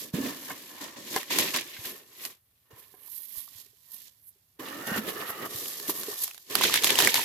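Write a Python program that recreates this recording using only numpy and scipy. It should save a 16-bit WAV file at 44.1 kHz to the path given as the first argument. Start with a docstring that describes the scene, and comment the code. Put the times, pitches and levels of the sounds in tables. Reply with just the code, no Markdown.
"""First skin hisses over cardboard while the box drones; a hand folds back the flaps and drags out packing paper.
Skin and crinkles are noise under showers of tiny slips; the scrape adds wandering resonances to such noise.
The box walls drone as rubbed noise with a ringing panel. Snaps are cracks with a brief ring, taps ring the modes
of a flap, knocks are damped thuds. Two close microphones hear it all over the soft noise of a quiet room."""
import sys
import numpy as np
from scipy import signal
from scipy.fft import rfft, irfft, next_fast_len
from scipy.io import wavfile
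from scipy.ndimage import uniform_filter1d

SR = 44100
rng = np.random.default_rng(int(sys.argv[2]) if len(sys.argv) > 2 else 0)


def pcm_store(signal):
    """Save signal as 16-bit PCM."""
    levels = np.round(np.clip(np.atleast_2d(signal), -1, 1) * 32767)
    wavfile.write(sys.argv[1], SR, levels.astype(np.int16).T)


N = 319450  # length in samples

# Steady pressure of the hand between strokes: t/s, level/dB
CONTACT_PRESSURE = [(0, -43), (.125, -62), (.143, -36.5), (.42, -47.5), (.79, -49), (1.25, -88),
                    (1.66, -47.5), (1.84, -43), (2.05, -60), (2.3, -48), (2.42, -80), (2.7, -72.5),
                    (2.708, -55.5), (3.02, -71), (3.1, -56.5), (3.42, -55.5), (3.75, -66.5), (4.586, -72),
                    (4.596, -41), (4.85, -40), (5.05, -45), (5.6, -52.5), (6.17, -44.5), (6.26, -36.5),
                    (6.33, -50.5), (6.492, -58.5), (6.502, -37.5), (7.24, -45)]
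# Strokes that swell and let go: peak t/s, level/dB, swell/s, release/s, extra fine skin hiss/dB
HAND_STROKES = [(.26, -36, 0.081, 0.16, -2), (.514, -40, 0.22, 0.067, 1), (0.815, -37.5, 0.02, 0.18, -5.5),
                (.968, -42.5, 0.016, 0.12, -26), (1.171, -30, 0.17, 0.091, -2.5),
                (1.308, -27, 0.013, 0.18, -4), (1.396, -24, 0.11, 0.2, -2), (1.55, -22.5, 0.019, 0.08, -11),
                (1.853, -37.5, 0.03, 0.14, 4), (2.254, -38.5, 0.092, 0.063, 5),
                (2.788, -58.5, 0.067, 0.15, 11), (3.16, -50, 0.2, 0.29, 14), (3.39, -43, 0.17, 0.096, 10),
                (3.601, -46.5, 0.25, 0.093, 1.5), (3.941, -50.5, 0.065, 0.073, 11.5),
                (4.01, -51.5, 0.3, 0.15, 3), (4.078, -49.5, 0.083, 0.038, -4),
                (4.291, -68, 0.1, 0.027, 23.5), (4.872, -33, .015, 0.2, 2), (4.983, -29.5, 0.077, 0.03, 4),
                (5.089, -32, 0.061, 0.061, 6), (5.213, -35.5, 0.2, 0.19, 3), (5.303, -33, 0.035, 0.019, 12),
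                (5.462, -37.5, 0.24, 0.021, 5.5), (5.58, -43, 0.19, 0.54, 2),
                (5.904, -35, 0.047, 0.02, 5.5), (6.0, -62, 0.1, 0.055, 23),
                (6.244, -29.5, 0.074, 0.0041, 6.5), (6.639, -21.5, 0.089, 0.14, -7),
                (6.767, -23.5, 0.16, 0.048, -5), (6.849, -24, 0.057, 0.34, -4),
                (7.0, -22.5, 0.051, 0.24, -0.5), (7.073, -22, 0.28, 0.061, -26),
                (7.153, -27.5, 0.026, 0.37, -1)]
STROKE_RANGE_DB = 20  # level change over one swell or release time
# Where each way of handling puts the effort: name: (sliding skin/dB, crinkle/dB, scrape/dB, box drone/dB)
HANDLING_MIX = {"glide": (-2, -15, -19.5, -22), "lift": (-4, -8.5, -4.5, -1), "fold": (-2, -7.5, -6, -5),
                "crumple": (-3, -6, -10.5, -9.5), "drag": (-8, -11, -2.5, -2), "pull": (5.5, -6.5, -5, 0)}
# When each way of handling begins: t/s, name
HANDLING_PHASES = [(0, "pull"), (.14, "lift"), (.34, "fold"), (1.05, "crumple"), (1.9, "fold"),
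                   (2.171, "crumple"), (2.702, "drag"), (2.8, "fold"), (3.1, "glide"), (4.59, "drag"),
                   (5.5, "pull"), (6.185, "glide"), (6.502, "fold"), (6.62, "crumple")]
CHANGE_S = 0.054  # time taken to pass from one to the next
# Where the hand is: t/s, lean to the left/dB (negative leans right), before the near side is held steady
HAND_PLACE = [(0, -4), (.3, 3.5), (1.7, 2.5), (2.7, 2), (3.1, -30), (3.6, -16), (4.5, -11), (5, -1),
              (7.24, -1)]

# Noise colours of the sliding skin, crinkling paper and scraping paper: f/Hz, level/dB per Hz
SKIN_SPECTRUM = [(1500, -42), (1850, -15), (2200, -27.5), (3200, -8.5), (4500, -6), (7000, -6.5),
                 (9800, -12.5), (10800, -4.5), (12400, -1), (15500, -13.5), (15800, -48.5)]
CRINKLE_SPECTRUM = [(1200, -14.5), (2000, 5.5), (3700, 5), (6500, -8.5), (9000, -21.5)]
SCRAPE_SPECTRUM = [(300, -23.5), (500, -11.5), (1750, -10.5), (2300, -16), (4000, -42)]
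FINE_HZ = 8900  # above this the skin whispers
# Resonances under the dragging sheet: f/Hz (1 where SHEET_PITCH gives it), width/Hz of each pass, level/dB
SHEET_RESONANCES = [(1.0, 260, -9), (1800, 170, -9), (2930, 260, -15)]
# The lowest resonance follows the span of the sheet: t/s, f/Hz
SHEET_PITCH = [(4.62, 1050), (4.9, 1560), (5.1, 1247), (7.24, 905)]
RESONANCE_WANDER = 0.025  # rms fraction of the pitch
RESONANCE_SHARE = 1.4  # gain of the resonances against the plain drag

# Noise colour of the rubbed box walls: f/Hz, level/dB per Hz
WALL_SPECTRUM = [(45, -58), (90, -7.5), (250, -0.5), (600, -3.5), (900, -26)]
# The box panel that drones loudest: t/s, f/Hz
PANEL_PITCH = [(0, 245.6), (2.7, 420), (3, 420), (3.4, 160), (4.86, 330), (4.9, 205), (5.02, 205),
               (5.08, 410), (7.24, 400)]

# Creases that snap: t/s, relative level/dB, f/Hz of the buckling patch
CREASE_SNAPS = [(1.162, -12, 4730), (1.23, -27, 1860), (1.306, -25, 950), (1.386, -6.5, 4660),
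                (1.387, -20, 1410), (1.542, -15.5, 2600), (1.562, -11.5, 4900), (1.571, -17, 4530),
                (1.61, -24.5, 2280), (2.251, -18.5, 4700), (3.082, -49, 990), (3.478, -43.5, 1140),
                (3.732, -60, 416), (4.686, -27, 2640), (5.294, -28, 1800), (5.658, -25.5, 3020),
                (5.799, -22.5, 4300), (5.896, -21.5, 976), (6.033, -20.5, 4000), (6.158, -34, 5000),
                (6.187, -32, 3400), (6.244, -28, 4050), (6.278, -21.5, 5350), (6.311, -29, 2570),
                (6.345, -30.5, 7000), (6.378, -31.5, 3770), (6.553, -3.5, 4500), (6.587, -19, 2520),
                (6.611, -14.5, 1020), (6.615, -18, 3060), (6.637, -4, 4000), (6.64, -14, 1490),
                (6.697, -17, 1180), (6.74, -4, 3820), (6.757, -11.5, 3240), (6.823, -19, 5040),
                (6.836, -8, 3650), (6.844, -3, 3400), (6.872, -8, 3180), (6.904, -7, 3300),
                (6.955, -9, 2900), (6.988, -2, 3650), (7.002, -8, 2980), (7.022, -8, 3900),
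                (7.048, -7, 3030), (7.073, -4.5, 2070), (7.142, -4, 4420), (7.155, -10.5, 3640),
                (7.18, -20, 966), (7.193, -16.5, 960), (7.215, -20, 2500)]
# Noise colour of each crack: f/Hz, level/dB per Hz
CRACK_SPECTRUM = [(300, -47.5), (700, 3), (8000, -0.5), (12000, 3.5), (15500, -10.5)]
# Fingertip and flap taps on the cardboard: t/s, level/dB, brightness/dB per octave
FLAP_TAPS = [(0.504, -29, 3.5), (1.161, -17.5, -4.5), (1.766, -37.5, 16), (1.847, -37.5, 7),
             (2.94, -46, -8), (7.074, -18, 11)]
# Modes of the tapped flap: f/Hz, level/dB, t60/s
FLAP_MODES = [(419, -0.5, 0.036), (740, -0.5, 0.064), (1005, -0.5, 0.068), (1602, 3.5, 0.047),
              (2150, -3.5, 0.091)]
# Knocks on the cardboard: t/s, relative level/dB, f/Hz
PANEL_KNOCKS = [(0.138, -20, 170), (0.184, -22.5, 265), (0.202, -22, 259), (0.238, -26, 262),
                (0.253, -31, 253), (1.789, -41, 106), (2.73, -45.5, 112), (3.372, -48, 72),
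                (3.553, -53.5, 99), (3.661, -62.5, 400), (4.357, -66, 393), (4.593, -41, 423),
                (4.917, -24.5, 209), (4.987, -24.5, 212), (5.547, -39, 113), (5.887, -27, 310),
                (6.083, -27, 418)]

# Noise colour of the quiet room: f/Hz, level/dB per Hz
ROOM_SPECTRUM = [(30, -8.5), (102, -3.5), (306, -21), (7500, -29), (12400, -13.5), (15500, -21),
                 (15800, -52.5)]
ROOM_DB = -69.5  # rms level before the microphones
# How alike noise is at left and right: f/Hz, likeness (1 is identical)
STEREO_LIKENESS = [(200, 0.91), (600, 0.6), (3000, 0.028)]
# The left microphone port against the right: f/Hz, level/dB
PORT_COLOUR = [(300, -1.5), (700, -1.5), (3000, -4), (6800, 1.5), (13000, -3)]
EDGE_HZ = 16600  # top of the microphone band


def gain_of(db):
    """Turns decibels into an amplitude factor."""
    return 10 ** (np.asarray(db) / 20)


def evened(x):
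    """Scales a sound to a standard deviation of 1."""
    return x / x.std()


def read(points, hz):
    """Reads a table over log frequency."""
    f, value = np.transpose(points)
    return np.interp(np.log1p(hz), np.log1p(f), value)


def follow(table):
    """Draws each column of a timed table as a curve, sample by sample."""
    s, *columns = np.transpose(table)
    t = np.arange(N) / SR
    return [np.interp(t, s, column) for column in columns]


def add(mix, s, sound):
    """Mixes a sound in at a time, cut off at the end."""
    start = round(s * SR)
    part = mix[:, start:start + sound.shape[-1]]
    part += sound[..., :part.shape[-1]]


def sides(pan_db):
    """Left and right gains; a soft limit keeps the nearer side steady."""
    return np.tanh(gain_of(np.outer([.5, -.5], pan_db)))


def slips(per_s, spread_db, fade_s, bed):
    """Envelope of tiny slips: sudden starts, quick fades, a few large, over a steady bed."""
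    starts = rng.random(N) < per_s / SR
    sizes = gain_of(spread_db * np.minimum(rng.exponential(size=N), 3)) * starts
    fade = np.exp(-1 / (fade_s * SR))
    return bed + evened(signal.lfilter([1], [1, -fade], sizes))


def coloured(envelope, spectrum):
    """Noise under an envelope through a spectrum; the bass is more alike at both microphones."""
    size = next_fast_len(N, real=True)
    hz = np.fft.rfftfreq(size, 1 / SR)
    left, other = rfft(rng.standard_normal((2, N)) * envelope, size)
    alike = np.clip(read(STEREO_LIKENESS, hz), 0, 1)
    right = alike * left + np.sqrt(1 - alike ** 2) * other
    pair = np.array([left, right]) * gain_of(read(spectrum, hz))
    return evened(irfft(pair, size)[:, :N])


def resonate(x, hz, width):
    """A gliding resonance: shifts the pitch curve down to zero, smooths, and shifts back."""
    turn = np.exp(2j * np.pi * np.cumsum(hz) / SR)
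    keep = np.exp(-np.pi * width / SR)
    smooth = signal.lfilter([1], [1, -keep], x / turn)
    return evened((turn * smooth).real)


def rubbing():
    """One effort of the hand is shared between skin, small creases, the scrape and the box walls."""
    skin_db, crinkle_db, scrape_db, drone_db = handling()
    on_skin, on_paper = effort()
    skin = sliding_skin(skin_db, on_skin, on_paper)
    crinkle = crinkling() * gain_of(crinkle_db) * on_paper
    at_hand = 1.59 * sides(*follow(HAND_PLACE)) * (skin + crinkle)
    on_box = scrape() * gain_of(scrape_db) + drone() * gain_of(drone_db)
    return at_hand + on_paper * on_box


def effort():
    """Steady contact plus strokes, added as power: gains for the finest skin hiss and for all the rest."""
    t = np.arange(N) / SR
    contact_db, = follow(CONTACT_PRESSURE)
    power = gain_of([contact_db, contact_db]) ** 2
    for s, db, swell_s, release_s, hiss_db in HAND_STROKES:
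        first = max(round((s - 2 * swell_s) * SR), 0)
        near = slice(first, round((s + 2 * release_s) * SR))
        away = np.maximum((s - t[near]) / swell_s, (t[near] - s) / release_s)
        stroke_db = db - STROKE_RANGE_DB * away + [[hiss_db], [0]]
        power[:, near] += gain_of(stroke_db) ** 2
    return np.sqrt(power)


def handling():
    """The share of each layer in dB, held through a phase and blended just before the next."""
    ends = [s - CHANGE_S for s, _ in HANDLING_PHASES[1:]] + [N / SR]
    held = []
    for (start, way), end in zip(HANDLING_PHASES, ends):
        held += [(start, *HANDLING_MIX[way]), (end, *HANDLING_MIX[way])]
    return follow(held)


def sliding_skin(skin_db, on_skin, on_paper):
    """Skin catches and slips in a dense hiss, its finest band swelling apart from the rest."""
    skin = coloured(slips(430, 2.0, 0.003, 2.5), SKIN_SPECTRUM) * gain_of(skin_db)
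    high = signal.butter(4, FINE_HZ, "high", fs=SR, output="sos")
    fine = signal.sosfiltfilt(high, skin)
    return on_paper * (skin - fine) + on_skin * fine


def crinkling():
    """Small creases giving way in a shower of widely uneven slips."""
    return coloured(slips(400, 6.0, 0.0085, 0.3), CRINKLE_SPECTRUM)


def scrape():
    """Paper dragging along the cardboard; its resonances wander as the sheet bends."""
    drag = coloured(slips(92, 7.5, 0.045, 1.5), SCRAPE_SPECTRUM)
    drift = uniform_filter1d(rng.standard_normal((len(SHEET_RESONANCES), N)), size=9000)  # about 0.2 s
    bend = 1 + RESONANCE_WANDER * evened(drift)
    bend[0] *= follow(SHEET_PITCH)[0]
    ringing = 0
    for (hz, width, db), curve in zip(SHEET_RESONANCES, bend):
        once = resonate(drag, hz * curve, width)
        ringing = ringing + gain_of(db) * resonate(once, hz * curve, width)
    return evened(drag + RESONANCE_SHARE * ringing)


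def drone():
    """Uneven rubbing shakes the walls; one panel rings in two modes above the broad rumble, nearer the right."""
    walls = coloured(slips(100, 0.57, 0.051, 0.16), WALL_SPECTRUM)
    pitch = follow(PANEL_PITCH)[0]
    low_mode = 1.2 * resonate(walls, pitch, 100)
    high_mode = 0.27 * resonate(walls, 1.72 * pitch, 70)
    return evened(walls + low_mode + high_mode) * sides(-2.5)


def snaps():
    """A crease buckles: a sharp wide crack, a few ms of ringing patch and a short scatter from the box."""
    out, t = np.zeros((2, N)), np.arange(1200) / SR
    crack = coloured(1, CRACK_SPECTRUM)
    decay = np.exp(-t / 0.0016) + 0.055 * np.exp(-t / 0.029)  # the crack, then the scatter
    shape = np.minimum(t / 0.0013, 1) * decay
    places = rng.uniform(-1.04, 1, len(CREASE_SNAPS))  # each a little left or right
    for (s, db, hz), place in zip(CREASE_SNAPS, places):
        burst = crack[:, round(s * SR):][:, :len(t)] * shape
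        burst = 0.79 * (hz / 3000) ** 0.14 * burst / abs(burst).max()  # small high patches crack hardest
        ring = np.sin(2 * np.pi * hz * t) * np.exp(-hz * t / 3)  # a few cycles, so high patches die sooner
        ring = 0.78 * ring * np.minimum(t / 0.00051, 1)
        level = gain_of(db + 3.7 * place * np.array([[1], [-1]]))
        add(out, s, level * (burst + ring))
    return out


def taps():
    """A blow of a few ms rings the modes of the flap, each time a little off pitch."""
    out, t = np.zeros((2, N)), np.arange(4000) / SR
    chances = rng.random((len(FLAP_TAPS), 2, len(FLAP_MODES)))
    for (s, db, bright_db), chance in zip(FLAP_TAPS, chances):
        ring = np.zeros(len(t))
        for (hz, mode_db, t60), off, turn in zip(FLAP_MODES, *chance):
            fade = gain_of(mode_db + bright_db * np.log2(hz / 1000) - 60 * t / t60)
            pitch = hz * (0.97 + 0.075 * off)
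            ring += fade * np.sin(2 * np.pi * (pitch * t + turn))
        ring *= np.minimum(t / 0.00078, 1)
        add(out, s, gain_of(db) * ring / abs(ring).max())
    return out


def knocks():
    """A short damped thud of a panel, a little to the right."""
    out, t = np.zeros((2, N)), np.arange(4000) / SR
    shape = np.exp(-t / 0.0092) - np.exp(-t / 0.0011)
    for s, db, hz in PANEL_KNOCKS:
        add(out, s, gain_of(db) * np.sin(2 * np.pi * hz * t) * shape)
    return out * sides(-2.0) * 1.75


def room():
    """Quiet air and hiss as steady coloured noise."""
    return gain_of(ROOM_DB) * coloured(1, ROOM_SPECTRUM)


def scene():
    """Everything at the two microphones, from the hand down to the room."""
    return rubbing() + snaps() + taps() + knocks() + room()


def record(dry):
    """The microphones lose the lowest bass and differ a little in colour; then the band limit."""
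    lean = signal.sosfilt(signal.butter(2, 65., "high", fs=SR, output="sos"), dry)
    size = next_fast_len(N, real=True)
    port_db = read(PORT_COLOUR, np.fft.rfftfreq(size, 1 / SR))
    ports = gain_of(np.outer([.5, -.5], port_db))
    heard = irfft(rfft(lean, size) * ports, size)[:, :N]
    band = signal.firwin(511, EDGE_HZ, window=("kaiser", 9), fs=SR)
    return signal.oaconvolve(heard, band[None], "same")


dry = scene()
out = record(dry)
pcm_store(out)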